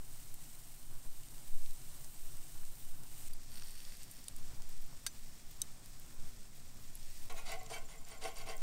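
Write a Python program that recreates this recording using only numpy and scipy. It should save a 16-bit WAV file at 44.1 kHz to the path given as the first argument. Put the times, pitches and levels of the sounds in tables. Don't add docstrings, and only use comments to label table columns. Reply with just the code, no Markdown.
import sys
import numpy as np
from scipy import signal
from scipy.fft import rfft, irfft, next_fast_len
from scipy.io import wavfile
from scipy.ndimage import uniform_filter1d

SR = 44100
rng = np.random.default_rng(int(sys.argv[2]) if len(sys.argv) > 2 else 0)


def bounce(signal):
    frames = np.transpose(np.atleast_2d(signal))
    limited = np.clip(frames, -1, 1)
    pcm = np.round(limited * 32767).astype(np.int16)
    wavfile.write(sys.argv[1], SR, pcm)


def convert_level_to_amplitude(level_db):
    exponent = np.asarray(level_db, float) / 20
    return 10 ** exponent


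N = 380141

SCENE_CHANGES = [
    3.290,
    7.294,
]

# [time_s, level_db]
STEAM_LEVEL = [
    [(0.0, -60.5), (0.19, -59), (1.13, -61.5), (1.51, -59), (1.86, -59), (2.16, -58.5), (2.94, -60),
     (3.14, -58), (3.29, -55)],
    [(3.295, -62.5), (4.3, -63), (5.25, -63), (6.7, -64), (6.9, -63), (7.29, -60.5)],
    [(7.3, -64.5), (7.7, -65.5), (8.62, -66.5)],
]
# [pitch_hz, density_db]
SIZZLE_FIRST = [(880, -16), (1500, -17), (1960, -11), (2480, -12), (3010, -9.5), (3290, -12.5),
                (3810, -9.5), (4640, -11), (6680, -7), (8540, 3.5), (10700, -3.5), (14100, 1), (15700, -3)]
# [pitch_hz, density_db]
SIZZLE_LATER = [(880, -18), (1500, -22), (1770, -4.5), (2520, -5), (3070, -6.5), (3360, -4.5), (4050, -5.5),
                (5650, -3.5), (6110, -6), (8370, 0.5), (10500, -8), (13800, -5), (15700, -7)]
SPUTTER_LEVEL = [-64, -65.5, -68]
SPUTTER_FOLLOWS = 0.82

# [start_s, boil_s, level_db]
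FAT_DRIPS = [
    (3.53, 0.36, -59.5),
    (4.12, .05, -67),
    (6.98, .33, -69.5),
]
# [pitch_hz, density_db]
FLARE_COLOUR = [(1300, -14.5), (1900, -6.5), (2250, -15), (2600, -8), (4200, -8.5), (4600, -0.5),
                (5000, -10.5), (5450, -3.5), (5900, -10), (6600, -14), (8000, -15), (8850, 2), (9700, -10),
                (14000, -4), (15700, -15)]

# [pitch_hz, breadth_octaves, [(start_s, peak_db)]]
FAT_POPS = [
    (13600, 0.39, [(0.3406, -28), (4.3624, -30), (5.5094, -36), (5.9968, -30.5), (6.142, -41), (7.3238, -32), (8.566, -30)]),
    (8350, 0.91, [(1.2331, -38), (1.4706, -40), (1.6601, -49), (1.7075, -32), (2.0433, -35), (2.3685, -36), (2.5416, -46), (2.6504, -33), (2.7526, -35), (3.0335, -32), (3.0584, -54), (3.683, -37), (4.0311, -30.5), (4.1669, -37), (4.2403, -33), (4.6199, -32), (5.8576, -34), (5.9314, -45), (7.3667, -44), (7.5169, -28), (7.6306, -37), (7.7823, -34), (8.0851, -30.5), (8.3834, -33), (8.4916, -41), (8.5784, -34), (8.607, -39)]),
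    (4480, 0.65, [(1.2325, -40), (1.284, -39), (1.379, -40), (1.66, -36), (3.8492, -34), (3.6212, -38), (3.82, -42), (7.611, -43), (7.0284, -39), (7.1726, -44), (7.662, -36), (8.0491, -43), (8.2128, -39), (8.488, -39), (8.616, -48)]),
    (1700, 0.8, [(2.6319, -44), (3.597, -47), (3.621, -36), (7.887, -43)]),
    (950, 0.15, [(4.598, -46.5)]),
]
# [pitch_hz, breadth_octaves, boost_db]
SPIT_BANDS = [
    (4900, 0.22, 5),
    (8900, 0.15, 4),
    (12300, 0.36, 8.5),
]
# [start_s, peak_db]
SPITS_LOW = [(3.5169, -54), (3.5558, -42), (3.5853, -58), (3.5952, -52), (3.6202, -45), (3.6331, -43),
             (3.6711, -47), (3.7569, -68), (3.8746, -52), (3.903, -52), (3.9664, -54.5)]
# [start_s, peak_db]
SPITS_HIGH = [(3.5404, -45), (3.5637, -47), (3.5852, -51), (3.5962, -54), (3.6206, -46), (3.67, -48),
              (3.683, -45), (3.7064, -40), (3.7533, -46), (3.8182, -53), (3.8446, -53), (3.903, -56)]
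# [start_s, peak_db]
SNAPS_HIGH = [(4.4568, -50), (4.6892, -48), (4.8135, -49), (4.8614, -49), (5.037, -56), (5.7159, -50),
              (6.0615, -46), (6.2424, -63), (6.3919, -57), (6.568, -48), (6.8704, -53), (7.1402, -52),
              (7.1726, -45), (7.2559, -48), (7.381, -44), (7.3914, -49), (7.5557, -51), (7.7019, -49),
              (7.7303, -44), (7.9059, -54), (7.9204, -47), (7.9574, -49), (7.9784, -51), (7.9894, -57),
              (8.0132, -51), (8.1814, -51), (8.3414, -49), (8.3654, -52), (8.4682, -50),
              (3.3638, -52), (3.5149, -52), (3.9689, -44), (4.3829, -47), (4.9746, -58), (5.247, -56),
               (6.2018, -56), (6.6912, -56), (6.7424, -49), (7.3424, -54), (7.3514, -47), (7.7654, -50),
               (7.7714, -52), (7.8194, -53), (8.1489, -54), (8.2726, -50), (8.3154, -52)]

# [start_s, peak_db, tear_s, tear_against_ring_db, low_edge_hz]
EMBER_CRACKS = [
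    (3.334, -39, .002, -8, 3000),
    (4.1132, -38, .002, 1, 7000),
    (4.2828, -27.5, 0.0015, 0, 2900),
    (5.0646, -24, 0.0056, 10, 710),
    (5.6175, -19.5, 0.0026, -2, 3840),
    (6.9534, -34, .0015, 0, 8000),
]
# [pitch_hz, level_db, t60_s]
EMBER_MODES = [
    [(4700, -4, 0.024), (9850, -3, 0.033), (13600, -4, .015)],
    [(9000, -14, 0.032), (10800, -13, .015), (13500, -7, .01)],
    [(3850, -5.5, 0.008), (4500, -8, 0.007), (6840, -9, 0.0062), (9450, -1, 0.013)],
    [(900, -21, 0.017), (1597, -3.5, 0.046), (2350, -14, .02), (2900, -13, 0.03), (3720, -3.5, 0.046),
     (4610, -1, 0.052), (5350, -14, .03), (6100, -5.5, 0.11), (6200, -10, .05), (6420, -11, .015),
     (8150, 3, 0.033), (8650, 2, 0.022), (15240, -7, .025)],
    [(3040, -14, 0.046), (3840, -6, 0.03), (4600, -17, 0.02), (5070, -13, 0.022), (6230, -3, 0.027),
     (8050, -2, 0.013), (8730, 0.5, 0.011), (10900, -12, .01), (12400, -5, 0.01), (13500, -12, .01),
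     (14300, -13, .01)],
    [(11200, 1, 0.013), (13000, -6, .01)],
]

# [start_s, length_s, pressure_db, edge_bite_db]
SPATULA_STROKES = [(7.274, 0.03, -49, 1.5), (7.366, 0.027, -54.5, 3.5), (7.461, 0.082, -45.5, -1),
                   (7.567, 0.1, -59, -3.5), (7.701, 0.058, -50, 3), (7.887, 0.06, -59.5, 2.5),
                   (8.069, 0.081, -56, 0.5), (8.219, 0.066, -48, 2), (8.359, 0.059, -55, 4),
                   (8.463, 0.018, -45.5, -4.5), (8.487, 0.028, -47.5, 1), (8.59, .04, -64, 5.5),
                   (7.3, 0.54, -65, 0), (7.85, 0.68, -67.5, -1.5)]
STROKE_ANSWERS = {"long": (-1.9, 0.5, 1.29, 1.5, 189), "short": (-3.5, 1, 1.25, 1, 269),
                  "blade": (-11.5, 2.1, 0, 1, 400), "rasp": (-4.5, 0.98, 0.54, 2, 416),
                  "fizz": (-8.5, 1.9, 3, 1, 355)}
# [start_s, long_bars_db, short_bars_db]
BLADE_CATCHES = [(7.305, -49, -56), (7.365, -44, -45), (7.383, -37.5, -45), (7.44, -48, -50),
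                 (7.476, -50, -49), (7.5105, -34.5, -41), (7.5205, -52, -33.5), (7.608, -38, -45),
                 (7.655, -55, -60), (7.705, -45, -56), (7.712, -27, -56), (7.738, -53, -35.5),
                 (7.933, -60, -55), (8.073, -50, -57), (8.118, -45, -42), (8.219, -56, -42),
                 (8.227, -36, -44), (8.2495, -26, -31.5), (8.260, -31, -41), (8.286, -35, -47),
                 (8.468, -38, -45), (8.478, -33, -49), (8.497, -30, -34.5)]
CONTACT_MOVES = [
    7.445,
    7.69,
    7.772,
]
# [pitch_hz, then level_db at each of four contact places]
LONG_BAR_MODES = [(298, -16, -18.5, -34, -17.5), (449.7, -5.5, -5.5, -4.5, -4.5),
                  (520, -17, -12.0, -25.5, -13), (563, -10.5, -16, -26, -13), (614, -11, -12, -10, -9.5),
                  (671, 0, -0.5, 0, -0.5), (734.6, -3, 3, -5, -7), (761.5, -2.5, 1, -4, -3),
                  (847, -10, -18.5, -16, -15), (905, -12, -18, -27, -17), (1002, -22, -23, -10, -19),
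                  (1060, -8, -9, -15.0, -7.5), (1119, -8, -7, -18, -9)]
# [pitch_hz, then level_db at each of four contact places]
SHORT_BAR_MODES = [(1410, -2, -7, -6, -7), (1525, -10, -9, -2, -5), (1910, -3, -7, -8, -8.5),
                   (2038, -5, 5, -12, -1), (2127, -0.5, -5, -7.0, -2), (2188, -0.5, 1.5, -9, -4),
                   (2277, -3, -10, 2, -4.5), (2310, -9, -7, -13, -6.5), (2490, -3, -18, -9, -11),
                   (2590, -4.5, -17, -13, -16), (2696, -7, -6, -4, -4.5), (2910, -3, -5.5, -21, -6.5),
                   (3126, -14, -15, 1, -6), (3240, -7.5, -24, -6, -6)]
# [pitch_hz, then level_db at each of four contact places]
BLADE_MODES = [(4000, 3, 0, -4, -15), (4550, -7, 5, 0, -4), (4720, -6.0, -6, -7, -5),
               (5500, -7, -1, -2.5, -3), (6180, 1, -9, -2.5, -3.5), (6690, 3, -7, -3.5, -3.5),
               (7460, -1, -8, -5, -8), (8400, -11, -11, -4, -6), (8500, -8, -10, -1, -6),
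               (8950, -4, -4, -4, -4), (9500, 1, -0.5, -4, -3)]
# [pitch_hz, density_db]
RASP_COLOUR = [(250, -13), (700, 4), (1300, -0.5), (1750, -4.5), (2300, -1.5), (3500, -1.5), (5000, -3),
               (7000, -5.5), (10000, -6.5)]
# [pitch_hz, density_db]
FIZZ_COLOUR = [(7000, -4), (9000, -1), (11000, -10), (14000, 3), (15700, -4)]
# [start_s, length_s, pitch_hz, level_db]
SQUEAK_EVENTS = [(3.336, 0.011, 13500, -60), (4.118, .025, 8900, -58), (4.12, .02, 12500, -62),
                 (4.692, .01, 13500, -58), (4.82, .014, 13800, -60), (4.87, .02, 13500, -64),
                 (5.115, .007, 7250, -61), (5.512, .012, 13700, -58), (7.37, .02, 15300, -60),
                 (7.372, .02, 12000, -67), (7.475, .035, 4700, -57), (7.505, 0.012, 4500, -61),
                 (7.52, .03, 13200, -63), (7.525, .02, 7640, -56), (7.635, .015, 13000, -66),
                 (7.72, 0.018, 10100, -64), (7.74, .025, 8500, -55.5), (7.742, .025, 4500, -57.5),
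                 (7.745, .02, 6300, -56), (7.746, .02, 12400, -60), (8.1, .02, 15300, -66),
                 (8.115, 0.027, 4500, -64), (8.118, 0.021, 9000, -59), (8.13, .016, 5600, -66),
                 (8.24, 0.027, 4570, -54), (8.25, .025, 8800, -55), (8.255, 0.013, 9500, -57),
                 (8.258, .02, 6100, -56), (8.262, .025, 5500, -59), (8.285, 0.023, 4500, -60),
                 (8.372, .015, 9000, -57), (8.378, 0.037, 4700, -57), (8.387, .012, 13600, -60),
                 (8.412, .025, 4500, -61), (8.492, .015, 8800, -56), (8.492, .02, 5570, -60),
                 (8.497, 0.014, 4720, -54), (8.497, .015, 14800, -65), (8.56, .01, 13400, -63)]

# [first_note_s, period_s, edge_hz, top_hz, level_db, first_notes_swell_db]
BIRD_TRILL = (7.338, .0648, 6856, 7344, -57.5, -8)

# [time_s, level_db]
BREEZE_PUSH = [(0.0, -34), (0.62, -51), (0.86, -34), (1.32, -41.5), (1.53, -28.5), (2.16, -46.5),
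               (2.28, -34.5), (4.05, -42), (4.27, -48.5), (4.34, -38), (4.82, -30), (4.94, -45),
               (6.31, -37.5), (6.51, -49.5), (7.37, -32.5), (8.09, -46), (8.62, -33)]
# [pitch_hz, density_db]
PUSH_COLOUR = [(1.5, -14), (5, 0), (10, -2), (18, -19), (25, -20.5), (36, -30.5), (44, -31), (55, -42)]
# [opening_pressure, closing_pressure, reach_s]
END_PRESSURE = (-.015, .033, .03)
# [pitch_hz, density_db]
TRAFFIC_COLOURS = [
    [(30, -51), (45, -9), (65, -7.5), (125, -2.5), (150, -3.5), (190, -16), (240, -11.5), (340, -16),
     (470, -23.5), (700, -20), (1600, -24.5), (2100, -35)],
    [(30, -41), (45, 4), (65, -1.5), (109, 1.5), (138, -2.5), (173, -4.5), (258, -8), (323, -12.5),
     (456, -16.5), (700, -16.5), (1600, -19.5), (2100, -36)],
]
# [pitch_hz, width_hz, level_db]
WHINE = (710, 12, -85)


def rms_one(x):
    return x / np.sqrt(np.mean(x ** 2) + 1e-20)


def in_time(rows):
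    s, *columns = np.transpose(rows)
    return [np.interp(np.arange(N) / SR, s, c) for c in columns]


def at_hz(points, hz):
    pitch, db = np.array(points, float).T
    return np.interp(np.log(np.maximum(hz, .1)), np.log(pitch), db)


def colour(x, spectrum, low_hz=0, high_hz=20000):
    size = next_fast_len(N)
    hz = np.fft.rfftfreq(size, 1 / SR) + 1e-3
    edges = 1 / np.sqrt((1 + (low_hz / hz) ** 12) * (1 + (hz / high_hz) ** 12))
    shaped = rfft(x, size) * convert_level_to_amplitude(at_hz(spectrum, hz)) * edges
    return rms_one(irfft(shaped, size)[:N])


def drift(rate_hz):
    step, settle = 40, 2000
    r = np.exp(-2 * np.pi * rate_hz * step / SR)
    white = rng.standard_normal(N // step + settle + 2)
    slow = signal.lfilter([1], [1, -2 * r, r * r], white)[settle:]
    return np.interp(np.arange(N) / step, np.arange(len(slow)), rms_one(slow))


def resonate(x, hz, width_hz):
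    r = np.exp(-np.pi * width_hz / SR)
    w = 2 * np.pi * hz / SR
    return signal.lfilter([0, np.sin(w)], [1, -2 * r * np.cos(w), r * r], x + 1e-18)


def clicks(per_s, spread_db):
    sizes = convert_level_to_amplitude(spread_db * np.minimum(rng.exponential(1, N), 4.5))
    signs = rng.choice([-1, 1], N)
    return sizes * signs * (rng.random(N) < per_s / SR)


def burst(decay_s):
    t = np.arange(2000) / SR
    return rng.standard_normal(2000) * np.exp(-t / decay_s)


def add(out, s, db, sound):
    i = round(s * SR)
    sound = sound[:N - i]
    out[i:i + len(sound)] += convert_level_to_amplitude(db) * sound / np.abs(sound).max()


def swell(s, length, db, rise_db, fall_db, top=.5, arch_db=0.):
    step = 16
    t = np.arange(0, N + step, step)[:, None] / SR - s
    inside = np.clip(t, 0, length)
    rise = rise_db * np.minimum(t, 0)
    fall = fall_db * np.maximum(t - length, 0)
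    arch = arch_db * (2 * (inside / length - top)) ** 2
    level_db = np.maximum(db + rise - fall - arch, -200)
    gain = np.sqrt((convert_level_to_amplitude(level_db) ** 2).sum(axis=1))
    return np.interp(np.arange(N) / step, np.arange(len(gain)), gain)


def sizzle():
    steam_db, = in_time(sum(STEAM_LEVEL, []))
    place = np.searchsorted(SCENE_CHANGES, np.arange(N) / SR)
    mean_db = np.array([steam_db[place == k].mean() for k in range(3)])[place]
    sputter_db = np.array(SPUTTER_LEVEL)[place] + SPUTTER_FOLLOWS * (steam_db - mean_db)

    bubbles = rms_one(clicks(5000 * convert_level_to_amplitude(3 * drift(25)), spread_db=4.0))
    flutter = convert_level_to_amplitude(0.74 * drift(10.0) + 0.75 * drift(79))
    white = (0.53 * bubbles + 0.88 * rng.standard_normal(N)) * flutter
    patches = convert_level_to_amplitude(1.2 * drift(6.2) + .8 * drift(20.5))
    finest = signal.butter(2, 10000, "high", fs=SR, output="sos")

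    first = place == 0
    out = 0
    for spectrum, heard in ((SIZZLE_FIRST, first), (SIZZLE_LATER, ~first)):
        sputter = convert_level_to_amplitude(sputter_db) * colour(white, spectrum, high_hz=6000)
        steam = convert_level_to_amplitude(steam_db) * colour(white, spectrum, low_hz=6000)
        steam = steam + (patches - 1) * signal.sosfilt(finest, steam)
        out = out + heard * (sputter + steam)
    return out


def flare():
    boil = swell(*np.transpose(FAT_DRIPS), rise_db=400, fall_db=35)
    boil = boil * (np.arange(N) < SCENE_CHANGES[1] * SR)

    def drops():
        spits = rms_one(clicks(600 * convert_level_to_amplitude(4.8 * drift(30)), spread_db=4.0))
        return spits + 0.72 * rng.standard_normal(N)

    big, small = drops(), drops()
    low = colour(big, FLARE_COLOUR, high_hz=7000)
    high = colour(small + 0.61 * big, FLARE_COLOUR, low_hz=7000)
    return boil * convert_level_to_amplitude(-1.0) * (low + 0.87 * high)


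def pops():
    out = np.zeros(N)
    spits = []
    for (hz, octaves, boost_db), rows in zip(SPIT_BANDS, (SPITS_LOW, SPITS_HIGH, SNAPS_HIGH)):
        spits.append((hz, octaves, np.add(rows, [0, boost_db])))
    for hz, octaves, rows in FAT_POPS + spits:
        wide = 2 ** np.clip(octaves, .1, 2)
        band = signal.butter(2, [hz / wide, min(hz * wide, 19000)], "band", fs=SR, output="sos")
        for s, db in rows:
            add(out, s + 0.0014, db - 6.0, signal.sosfilt(band, burst(0.00091)))
    return colour(out, [(300, -14)] + SIZZLE_LATER[2:]) * out.std()


def embers():
    out, snap = np.zeros(N), signal.unit_impulse(2000)
    dull = signal.butter(2, 9800, fs=SR, output="sos")
    thin = signal.butter(1, 2480, "high", fs=SR, output="sos")
    tear_band = np.vstack([dull, thin])
    for (s, db, tear_s, tear_db, low_hz), modes in zip(EMBER_CRACKS, EMBER_MODES):
        ring = sum(convert_level_to_amplitude(d) * resonate(snap, hz, np.log(1000) / np.pi / t60) for hz, d, t60 in modes)
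        tear = convert_level_to_amplitude(tear_db) * signal.sosfilt(tear_band, burst(tear_s))
        low_edge = signal.butter(6, low_hz, "high", fs=SR, output="sos")
        add(out, s, db, signal.sosfilt(low_edge, ring + tear))
    return out


def ticks():
    sizes = np.abs(clicks(per_s=18, spread_db=1.5))
    snaps = signal.lfilter([1], [1, -.93], sizes) * rng.standard_normal(N)
    high = signal.butter(3, 12000, "high", fs=SR, output="sos")
    return convert_level_to_amplitude(-55) * signal.sosfilt(high, snaps)


def bars(modes, drive, place, width_hz, widening, wander_db):
    table = np.array(modes)
    total = np.sqrt((convert_level_to_amplitude(table[:, 1:]) ** 2).sum(axis=0).mean())
    t = np.arange(len(drive)) / SR
    out = 0
    for k, (hz, *db) in enumerate(table):
        w = width_hz + widening * hz
        wander = np.interp(t, np.linspace(0, t[-1], 40), rng.standard_normal(40))
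        strength = convert_level_to_amplitude(np.array(db)[place] + wander_db * wander) / total
        out = out + (-1) ** k * resonate(drive * strength, hz, w) * np.sqrt(4 * np.pi * w / SR)
    return out


def spatula():
    start = round(SCENE_CHANGES[1] * SR)
    s, length, pressure_db, bite_db = np.transpose(SPATULA_STROKES)
    gains = {}
    for part, (step_db, share, top, arch_db, fall_db) in STROKE_ANSWERS.items():
        level_db = pressure_db + step_db + share * bite_db
        gains[part] = swell(s, length, level_db, 1400, fall_db, top, arch_db)[start:]

    slips = rms_one(clicks(1500 * convert_level_to_amplitude(3 * drift(40)), spread_db=3.0)) + 0.4 * rng.standard_normal(N)
    rub = slips + 2.1 * rng.standard_normal(N)
    dry = gains["rasp"] * colour(rub, RASP_COLOUR, 180, 10500)[start:]
    dry += gains["fizz"] * colour(rub, FIZZ_COLOUR, 9000)[start:]

    slips = slips[start:]
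    place = np.searchsorted(CONTACT_MOVES, np.arange(start, N) / SR)
    knocks = np.zeros((2, N - start))
    for s, *db in BLADE_CATCHES:
        knocks[:, round(s * SR) - start] = convert_level_to_amplitude(np.array(db) + 12.0)

    long_drive = slips * gains["long"] + knocks[0]
    short_drive = slips * gains["short"] * convert_level_to_amplitude(-2.5) + knocks[1]
    grate = bars(LONG_BAR_MODES, long_drive, place, width_hz=14.0, widening=0.004, wander_db=1.5)
    grate += bars(SHORT_BAR_MODES, short_drive, place, width_hz=10.5, widening=0.005, wander_db=2.5)
    blade = bars(BLADE_MODES, slips * gains["blade"], place, width_hz=30.0, widening=0.022, wander_db=4.0)
    return np.pad(grate + blade + dry, (start, 0))


def squeaks():
    out = np.zeros(N)
    for s, length, hz, db in SQUEAK_EVENTS:
        width_hz = .022 * hz
        air = resonate(rng.standard_normal(3000), hz, width_hz)
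        air = resonate(air, hz, 2 * width_hz)
        shape = np.hanning(round(1.4 * length * SR))
        add(out, s - .7 * length, db + 6.5, shape * air[-len(shape):])
    return out


def bird():
    first, period, edge_hz, top_hz, db, swell_db = BIRD_TRILL
    note_s = .021
    out, u = np.zeros(N), np.linspace(0, 1, round(note_s * SR))
    for k, (detune, accent) in enumerate(rng.standard_normal((20, 2))):
        arch = np.sin(np.pi * u ** .8)
        hz = (edge_hz + (top_hz - edge_hz) * arch) * (1 + .004 * detune)
        note = np.sin(2 * np.pi * np.cumsum(hz) / SR) * np.sin(np.pi * u)
        add(out, first + k * period - note_s / 2, db + 1.4 * accent + swell_db * np.exp(-k / 2), note)
    return out


def breeze():
    eddy_hz, eddy_db, eddy_follows = 14.2, -54.5, 0.23
    push_db, = in_time(BREEZE_PUSH)
    air = rng.standard_normal(N)
    push = convert_level_to_amplitude(push_db) * colour(air, PUSH_COLOUR, high_hz=eddy_hz)
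    eddies_db = eddy_db + eddy_follows * (push_db - push_db.mean())
    push += convert_level_to_amplitude(eddies_db) * colour(air, PUSH_COLOUR, eddy_hz, 78.4)

    t, (opening, closing, reach) = np.arange(N) / SR, END_PRESSURE
    push += (opening - push[0]) * np.exp(-t / reach) + (closing - push[-1]) * np.exp((t - t[-1]) / reach)
    return push


def traffic():
    rumble = rng.standard_normal(N)
    first, later = [colour(rumble, spectrum, low_hz=40.5) for spectrum in TRAFFIC_COLOURS]
    heard = np.where(np.arange(N) < SCENE_CHANGES[0] * SR, first, later)
    hum = convert_level_to_amplitude(-61 + 1.45 * drift(8.6)) * heard
    hz, width_hz, db = WHINE
    return hum + convert_level_to_amplitude(db) * rms_one(resonate(rng.standard_normal(N), hz, width_hz))


def scene():
    fire = sizzle() + flare() + pops() + embers() + ticks()
    scrape = spatula() + squeaks()
    return (fire + scrape + bird() + breeze() + traffic())[None]


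def top_cut(x):
    return signal.sosfilt(signal.butter(12, 16510, fs=SR, output="sos"), x)


def record(dry):
    t = np.arange(N) / SR
    fades = np.prod([np.clip(np.abs(t - s) / .006, .1, 1) for s in SCENE_CHANGES], axis=0)
    slow = uniform_filter1d(dry, 800)
    faded = slow + (dry - slow) * fades
    cut = signal.ellip(10, .5, 38, 15750, fs=SR, output="sos")
    top = signal.cheby2(16, 60, 16750, fs=SR, output="sos")
    both = np.vstack([cut, top])
    running = signal.sosfilt_zi(both)[:, None] * faded[0, 0]
    mix, _ = signal.sosfilt(both, faded, zi=running)
    return top_cut(mix)


dry = scene()
out = record(dry)
bounce(out)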